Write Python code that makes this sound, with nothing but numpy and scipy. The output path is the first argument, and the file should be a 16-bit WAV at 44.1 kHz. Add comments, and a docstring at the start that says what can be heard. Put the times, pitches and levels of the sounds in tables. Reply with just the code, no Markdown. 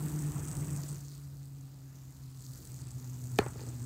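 """Hand spinner coasting down

A three-lobed hand spinner coasts down after a blast of air, held close to the microphone, away, and close again.
Its lobes hum at their passing rate and throw lumpy air: sines, narrow-band noise and a broad rush.
The ball bearing rattles: bursts of noise and single clicks set resonances of the race ringing.
Late on something hard knocks, bounces and briefly scrapes in a quiet workshop: clicks drive decaying modes
and a grainy tail."""
import sys
import numpy as np
from scipy import signal
from scipy.io import wavfile

SR = 44100
rng = np.random.default_rng(int(sys.argv[2]) if len(sys.argv) > 2 else 0)


def wrap_up_sound(samples):
    """Save the sound to the file named by the first command line argument, as 16-bit audio."""
    columns = np.atleast_2d(samples).T
    # keep every value between -1 and 1, then stretch to whole-number steps
    tamed = np.clip(columns, -1, 1)
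    steps = np.round(tamed * 32767).astype(np.int16)
    wavfile.write(sys.argv[1], SR, steps)


def invert_db(level):
    """Linear amplitude ratio for a level in decibels (20 dB per decade), elementwise."""
    return 10 ** (np.asarray(level, dtype=float) / 20)


N = 169785
LOBES = 3

# contacts of the knock, its bounces and a short soft scrape near 3.59 s:
# (time [s], height of the click [dB], contact sharpness [Hz])
CONTACTS = [(3.3865, -18.5, 5260), (3.3869, -19.5, 9100), (3.3882, -10, 10000), (3.3905, -10, 650),
            (3.4025, -34, 2030), (3.417, -31, 696), (3.4603, -40, 3500), (3.4628, -27.5, 1290),
            (3.4664, -33.5, 2480), (3.4713, -44, 600), (3.557, -38.5, 900), (3.586, -49, 2500),
            (3.594, -40, 4000), (3.602, -45, 3000), (3.613, -35, 600), (3.635, -38.5, 596),
            (3.679, -40, 406)]


def rms_one(x):
    """Normalization: scale to an rms of 1."""
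    return x / np.sqrt(np.mean(np.abs(x) ** 2) + 1e-20)


def in_time(rows):
    """Linear interpolation: the table's columns after the first as curves, one value a sample."""
    seconds, *columns = np.transpose(rows)
    return [np.interp(np.arange(N) / SR, seconds, column) for column in columns]


def drift(rate_hz):
    """Low-pass random process: noise twice through a one-pole filter, with a spread of 1."""
    pole = np.exp(-2 * np.pi * rate_hz / SR)
    slow = signal.lfilter([1], [1, -2 * pole, pole * pole], rng.standard_normal(N + SR))
    return rms_one(slow[SR:])   # without the first second, where the filter settles


def band_pass(x, low_hz, high_hz):
    """Butterworth band-pass: maximally flat between its edges."""
    edges = [low_hz, min(high_hz, .45 * SR)]
    return signal.sosfilt(signal.butter(2, edges, "band", fs=SR, output="sos"), x)


def ring(clicks, hz, t60):
    """Damped oscillator: a unit click sets a sine of height 1 ringing, down 60 dB after t60 seconds."""
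    pole, angle = invert_db(-60 / (t60 * SR)), 2 * np.pi * hz / SR
    return signal.lfilter([0, np.sin(angle)], [1, -2 * pole * np.cos(angle), pole * pole], clicks + 1e-18)


def coloured(spectrum, patchy_db, patch_hz):
    """Subtractive synthesis: half-octave noise bands, each with its own level and flicker; rms 1."""
    out, together = 0, drift(patch_hz)
    edges = 30 * 2 ** np.arange(0, 9.6, .5)
    white = rng.standard_normal((2, N))   # neighbouring bands draw on different noise
    table_hz, table_db = np.transpose(spectrum)
    for k, (low, high) in enumerate(zip(edges, np.minimum(edges[1:], .45 * SR))):
        level_db = np.interp(np.log(low * high) / 2, np.log(table_hz), table_db)
        flicker_db = patchy_db * (0.18 * together + drift(patch_hz))
        out = out + band_pass(white[k % 2], low, high) * invert_db(level_db + flicker_db)
    return rms_one(out)


def workshop_air():
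    """Stationary background noise: broadband sound whose bands flicker slowly."""
    # spectrum of the room: (frequency [Hz], relative density [dB per Hz])
    air_colour = [(21, -50), (35, -4.5), (85, 9.5), (135, -7), (162, -32), (203, -47), (269, -52),
                  (564, -19.5), (2670, -26), (6510, -25.5), (15500, -71)]
    return invert_db(-60) * coloured(air_colour, patchy_db=2.5, patch_hz=3.8)


def handling():
    """Friction noise: as the fingers shift their grip, low band-passed noise swells in lumps."""
    # rumble of the grip: (time [s], level [dB])
    grip_levels = [(3.5, -89), (3.545, -62), (3.56, -53), (3.575, -68), (3.6, -55), (3.625, -55),
                   (3.65, -63), (3.68, -52), (3.72, -61.5), (3.8, -68)]
    lumpy_db = in_time(grip_levels)[0] + 1.5 * drift(38.0)
    return invert_db(lumpy_db) * rms_one(band_pass(rng.standard_normal(N), 44.7, 430))


def knock():
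    """Modal excitation: each contact is a rounded click that sets the modes of the struck body ringing."""
    # modes of the struck body: (frequency [Hz], level [dB], t60 [s])
    modes = [(103, -12.5, 0.069), (184, -8.5, 0.018), (417, -3.5, 0.031), (830, 0.5, 0.012),
             (893, -1, 0.017), (1320, -17, 0.032), (1760, -14.5, 0.023), (2490, -10, 0.0089),
             (3600, -6, 0.0028), (4204, -28, .045), (4390, -26, .045), (6500, -8.5, 0.0015),
             (9200, -10.5, 0.0019), (13500, -7.5, 0.0024)]
    contact_span = 35   # a contact drives from sharpness / span up to its sharpness
    force = np.zeros(N)
    for start_s, height_db, sharp_hz in CONTACTS:
        click = np.zeros(N) + 1e-18
        click[int(start_s * SR)] = invert_db(height_db)
        force += band_pass(click, sharp_hz / contact_span, sharp_hz)
    out = np.zeros(N)
    for k, (hz, level_db, t60) in enumerate(modes):
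        out += invert_db(level_db) * (-1) ** k * ring(force, hz, t60)   # modes alternate in sign
    return out


def clatter():
    """Frequency-dependent decay: a grainy tail follows each contact and dies band by band."""
    # bands of the tail: (centre [Hz], relative level [dB], t60 [s])
    tail_bands = [(350, -4, .2), (600, -2, .25), (900, 1, .3), (1350, 1, .28), (1900, -1, .24),
                  (2600, -7, .14), (3600, -8, .08), (4500, -8, .07)]
    clatter_db, grains_per_s = -41.5, 3300
    out, t = np.zeros(N), np.arange(N) / SR
    for hz, level_db, t60 in tail_bands:
        grains = (rng.random(N) < grains_per_s / SR) * rng.standard_normal(N)
        tail = np.zeros(N)
        for start_s, height_db, sharp_hz in CONTACTS:
            decay_db = height_db - 60 * np.maximum(t - start_s, 0) / t60
            # a blunt contact drives the treble less
            tail += invert_db(decay_db) * (t > start_s) / np.hypot(1, hz / sharp_hz)
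        grainy = rms_one(band_pass(grains, hz / 1.216, hz * 1.176))
        out += invert_db(clatter_db + level_db) * tail * grainy
    return out


def rush():
    """Turbulence: the stirred air gives broad noise with flickering bands."""
    # strength of the rush: (time [s], level [dB])
    rush_levels = [(0, -43.5), (.2, -43.5), (.4, -43.5), (.5, -43.5), (.75, -44), (.85, -47), (.95, -50),
                   (1.05, -57), (1.3, -60), (2.4, -60.5), (2.55, -55), (2.7, -53.5), (3.2, -54.5),
                   (3.5, -49.5), (3.7, -50), (3.85, -52)]
    # spectrum of the rush: (frequency [Hz], relative density [dB per Hz])
    rush_colour = [(21, -55), (35, -13.5), (60, -4.5), (146, -3), (214, -16), (290, -10), (509, -24.5),
                   (1000, -24.5), (2200, -33.5), (3500, -39), (6000, -63), (16000, -68)]
    return invert_db(in_time(rush_levels)[0]) * coloured(rush_colour, patchy_db=2.0, patch_hz=28.0)


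def ball_impacts(phase):
    """Periodic impacts: balls tick near set angles of each turn, with chance in timing and size."""
    slots_per_turn, jitter_slots, tick_chance = 6, .3, .9
    clump_db, spread_db = 1.8, 2.6
    turns = phase / (2 * np.pi * LOBES)
    slot = np.floor(turns * slots_per_turn + jitter_slots * drift(150.0))
    entered = np.diff(np.maximum.accumulate(slot), prepend=0) > 0
    born = entered & (rng.random(N) < tick_chance)
    size_db = clump_db * drift(40.0) + spread_db * np.minimum(rng.exponential(1, N), 2.5)
    return born * invert_db(size_db)


def rattle(phase):
    """Resonant filtering: short noise bursts at the impacts, over a hiss, excite the rings of the race."""
    # which rings carry changes as the hand turns:
    # (time [s], low rings [dB], middle rings [dB], main rings [dB], top rings [dB])
    ring_levels = [(0, -65, -63, -53, -59), (.03, -65.5, -58, -54, -55.5), (.35, -70, -57, -55, -59),
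                   (.55, -71, -57, -53, -59), (.65, -69, -59.5, -55.5, -59), (.76, -70, -54, -51.5, -58.5),
                   (.83, -62, -56, -64, -57.5), (.89, -61, -56, -51, -58), (.98, -67, -60.5, -64.5, -62.5),
                   (1.13, -64, -64, -64.5, -65.5), (1.22, -70.5, -69, -68.5, -67),
                   (1.67, -75.5, -73.5, -73.5, -71), (2.0, -75.5, -66, -75.5, -68),
                   (2.34, -71.5, -70, -67.5, -68), (2.42, -67.5, -63, -65, -63.5),
                   (2.55, -66.5, -61.5, -64.5, -61.5), (2.69, -66, -63.5, -62, -61.5),
                   (2.79, -69, -60.5, -65.5, -63.5), (2.85, -66.5, -66.5, -60.5, -68),
                   (2.99, -70.5, -63.5, -68.5, -63.5), (3.31, -72, -60, -61.5, -62),
                   (3.4, -59, -61, -60.5, -62.5), (3.5, -73, -59.5, -57, -64),
                   (3.58, -63.5, -60, -66, -63.5), (3.68, -65, -59.5, -59.5, -63),
                   (3.799, -66.5, -60.5, -65, -63.5), (3.85, -70, -60, -55, -64)]
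    # rings of the race in four groups:
    # (frequency [Hz], width of each filter stage [Hz], relative level [dB], hiss over burst rms [dB])
    race = [
        [(4553, 1650, -1, -1)],
        [(6460, 2100, 5, -4.5), (7150, 490, -1.5, 8)],
        [(8100, 980, -1.5, -2.5), (9330, 1600, -10.5, -11)],
        [(11400, 2500, -4.5, -4), (13600, 8400, 6.5, 7), (15600, 2000, 1, 7)],
    ]
    # swell of the ticks once a turn: one value a ring group [dB]
    turn_accents = [5.0, 2.3, 1.3, 2.6]
    ring_spread_db = 2.0   # each ring takes a tick with its own strength
    fade = np.exp(-1 / (.0003 * SR))   # bursts fade with a time constant of 0.3 ms
    impacts, out = ball_impacts(phase), np.zeros(N)
    for level_db, group, accent_db in zip(in_time(ring_levels), race, turn_accents):
        rings = 0
        for hz, width_hz, db, hiss_db in group:
            strength_db = accent_db * np.cos(phase / LOBES) + ring_spread_db * rng.standard_normal(N)
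            bursts = rms_one(signal.lfilter([1], [1, -fade], impacts * invert_db(strength_db)))
            drive = (bursts + invert_db(hiss_db)) * rng.standard_normal(N)
            pole, angle = np.exp(-np.pi * width_hz / SR), 2 * np.pi * hz / SR
            # the zeros weaken both ends of the spectrum; the resonator is passed twice
            stage = [0.96, 0.016, -0.74, 1, -2 * pole * np.cos(angle), pole * pole]
            rings = rings + invert_db(db) * rms_one(signal.sosfilt([stage] * 2, drive))
        out += invert_db(level_db) * rms_one(rings)
    return out


def loud_ticks():
    """Impulse response: each loud tick of the bearing is a broad snap and one quickly damped ring."""
    # loud single ticks: (time [s], height before the band-pass [dB], frequency [Hz])
    ticks = [(0.0293, -41, 8340), (0.084, -31, 8000), (0.1905, -30.5, 7760), (0.241, -36, 7380),
             (0.3193, -31.5, 8000), (0.4354, -48, 7800), (0.476, -32, 7920), (0.4988, -53, 8200),
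             (0.5144, -27.5, 7940), (0.5694, -28.5, 8500), (0.605, -36, 8100), (0.6456, -34, 7950),
             (0.6833, -37, 7770), (0.7045, -32, 8080), (0.7098, -34, 8100), (0.7634, -29, 7960),
             (0.8052, -35.5, 7290), (0.885, -39, 8060), (1.0136, -49, 7120), (1.056, -42, 7240),
             (2.4074, -38, 7900), (2.4542, -41, 7280), (2.5356, -39.5, 4540), (2.575, -44, 7040),
             (2.6728, -36, 8000), (2.7188, -36, 8100), (2.744, -41, 6910), (2.7621, -39, 7270),
             (2.8712, -36.5, 8100), (2.9166, -42, 7930), (2.953, -48, 7240), (2.999, -39, 7000),
             (3.0445, -38, 7050), (3.067, -54, 6790), (3.1424, -38.5, 7100), (3.256, -40, 8100),
             (3.2715, -37, 7180), (3.2999, -48, 7960), (3.3174, -36, 8160), (3.6164, -39, 7100),
             (3.666, -37, 7840), (3.6814, -44, 7640)]
    t60_s, snap_db = .0025, -2.0
    out, click = np.zeros(N), np.eye(1, 800)[0]
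    for start_s, height_db, hz in ticks:
        i = int(start_s * SR)
        tick = ring(click, hz, t60_s) + invert_db(snap_db) * click
        out[i:i + 800] += invert_db(height_db) * band_pass(tick, 4200, 16000)
    return out


def lobe_phase():
    """Drag deceleration: lobe rate = start / (1 + drag * time), summed to a phase in radians."""
    start_hz, drag_per_s = 150.7, .064
    rate_hz = start_hz / (1 + drag_per_s * np.arange(N) / SR)
    return 2 * np.pi * np.cumsum(rate_hz) / SR


def lobes(phase):
    """Blade-passing tone: hum at the lobe rate, with eddies that shake its pitch and add a wavering band."""
    # hum, swelling and sinking as the air is stirred: (time [s], rms level [dB])
    hum_levels = [(0.0, -37), (0.03, -41.5), (0.05, -31), (0.11, -48.5), (0.14, -33), (0.18, -33),
                  (0.21, -38.5), (0.26, -33), (0.29, -30.5), (0.33, -63), (0.36, -31), (0.44, -44.5),
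                  (0.52, -44.5), (0.58, -32.5), (0.6, -47.5), (0.62, -32), (0.65, -40), (0.71, -39.5),
                  (0.73, -33.5), (0.84, -45), (0.88, -40), (0.91, -37.5), (1.0, -45), (1.68, -47),
                  (1.69, -49.5), (2.18, -48), (2.43, -50.5), (2.5, -44.5), (2.67, -59.5), (2.7, -42),
                  (2.74, -49.5), (2.77, -40.5), (2.8, -53), (2.82, -39.5), (2.85, -55), (2.87, -38.5),
                  (2.92, -55), (2.96, -37.5), (3.0, -49.5), (3.09, -40), (3.21, -46), (3.24, -38.5),
                  (3.28, -42.5), (3.34, -37), (3.38, -45), (3.4, -45), (3.44, -47), (3.47, -34.5),
                  (3.51, -60), (3.53, -45), (3.65, -46), (3.7, -40.5), (3.72, -48), (3.75, -36.5),
                  (3.78, -47), (3.82, -36.5), (3.85, -44)]
    # second harmonic of the hum: (time [s], rms level [dB])
    octave_levels = [(0, -53), (.15, -45.5), (.3, -48), (.45, -55), (.52, -57), (.6, -52), (.72, -50.5),
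                     (.95, -65.5), (1.1, -65), (1.6, -62.5), (2.3, -65), (2.5, -61.5), (2.65, -65.5),
                     (2.95, -60.5), (3.2, -55), (3.35, -56), (3.5, -57.5), (3.7, -59.5), (3.85, -48.5)]
    # lumpy air off the lobes, around the lobe rate: (time [s], rms level [dB])
    wake_levels = [(0, -50), (.3, -50), (.5, -49), (.75, -50), (.95, -55), (1.1, -64), (2.4, -59),
                   (2.65, -62), (2.72, -59), (3.0, -58), (3.3, -56), (3.6, -55), (3.85, -54)]
    waver_rad, waver_at_db, waver_hz = 0.43, -50, 19   # spread of the phase at this wake level, and its rate
    eddy_hz, above, second_db = 18.3, 1.04, -14   # eddies lie 4 % above the lobe rate and its double
    wake_db = in_time(wake_levels)[0]
    shaken = phase + waver_rad * invert_db((wake_db - waver_at_db) / 2) * drift(waver_hz)
    fundamental = invert_db(in_time(hum_levels)[0]) * np.sin(shaken)
    octave = invert_db(in_time(octave_levels)[0]) * np.sin(2 * shaken + 1)
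    eddies = []
    for k in (1, 2):
        carrier = k * above * phase
        eddies.append(drift(eddy_hz) * np.cos(carrier) + drift(eddy_hz) * np.sin(carrier))
    wake = invert_db(wake_db) * (eddies[0] + invert_db(second_db) * eddies[1])
    return np.sqrt(2) * (fundamental + octave) + wake


def scene():
    """Superposition: workshop air, grip, struck body and spinner add up; one phase drives lobes and bearing."""
    phase = lobe_phase()
    background = workshop_air() + handling()
    struck = knock() + clatter()
    spinner = rush() + rattle(phase) + loud_ticks() + lobes(phase)
    return (background + struck + spinner)[None]


def band_limit(x):
    """A steep low-pass at the top of the band."""
    return signal.sosfilt(signal.butter(12, 17040, fs=SR, output="sos"), x)


def record(dry):
    """Band limitation: a phone microphone cuts the bass below 38 Hz and the top towards 16.1 kHz."""
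    bass_cut = signal.butter(6, 38, "high", fs=SR, output="sos")
    top_cut = signal.cheby2(12, 40, 16100, fs=SR, output="sos")   # 40 dB down from 16.1 kHz
    mix = signal.sosfilt(np.vstack([bass_cut, top_cut]), dry)
    return band_limit(mix)


dry = scene()
out = record(dry)
wrap_up_sound(out)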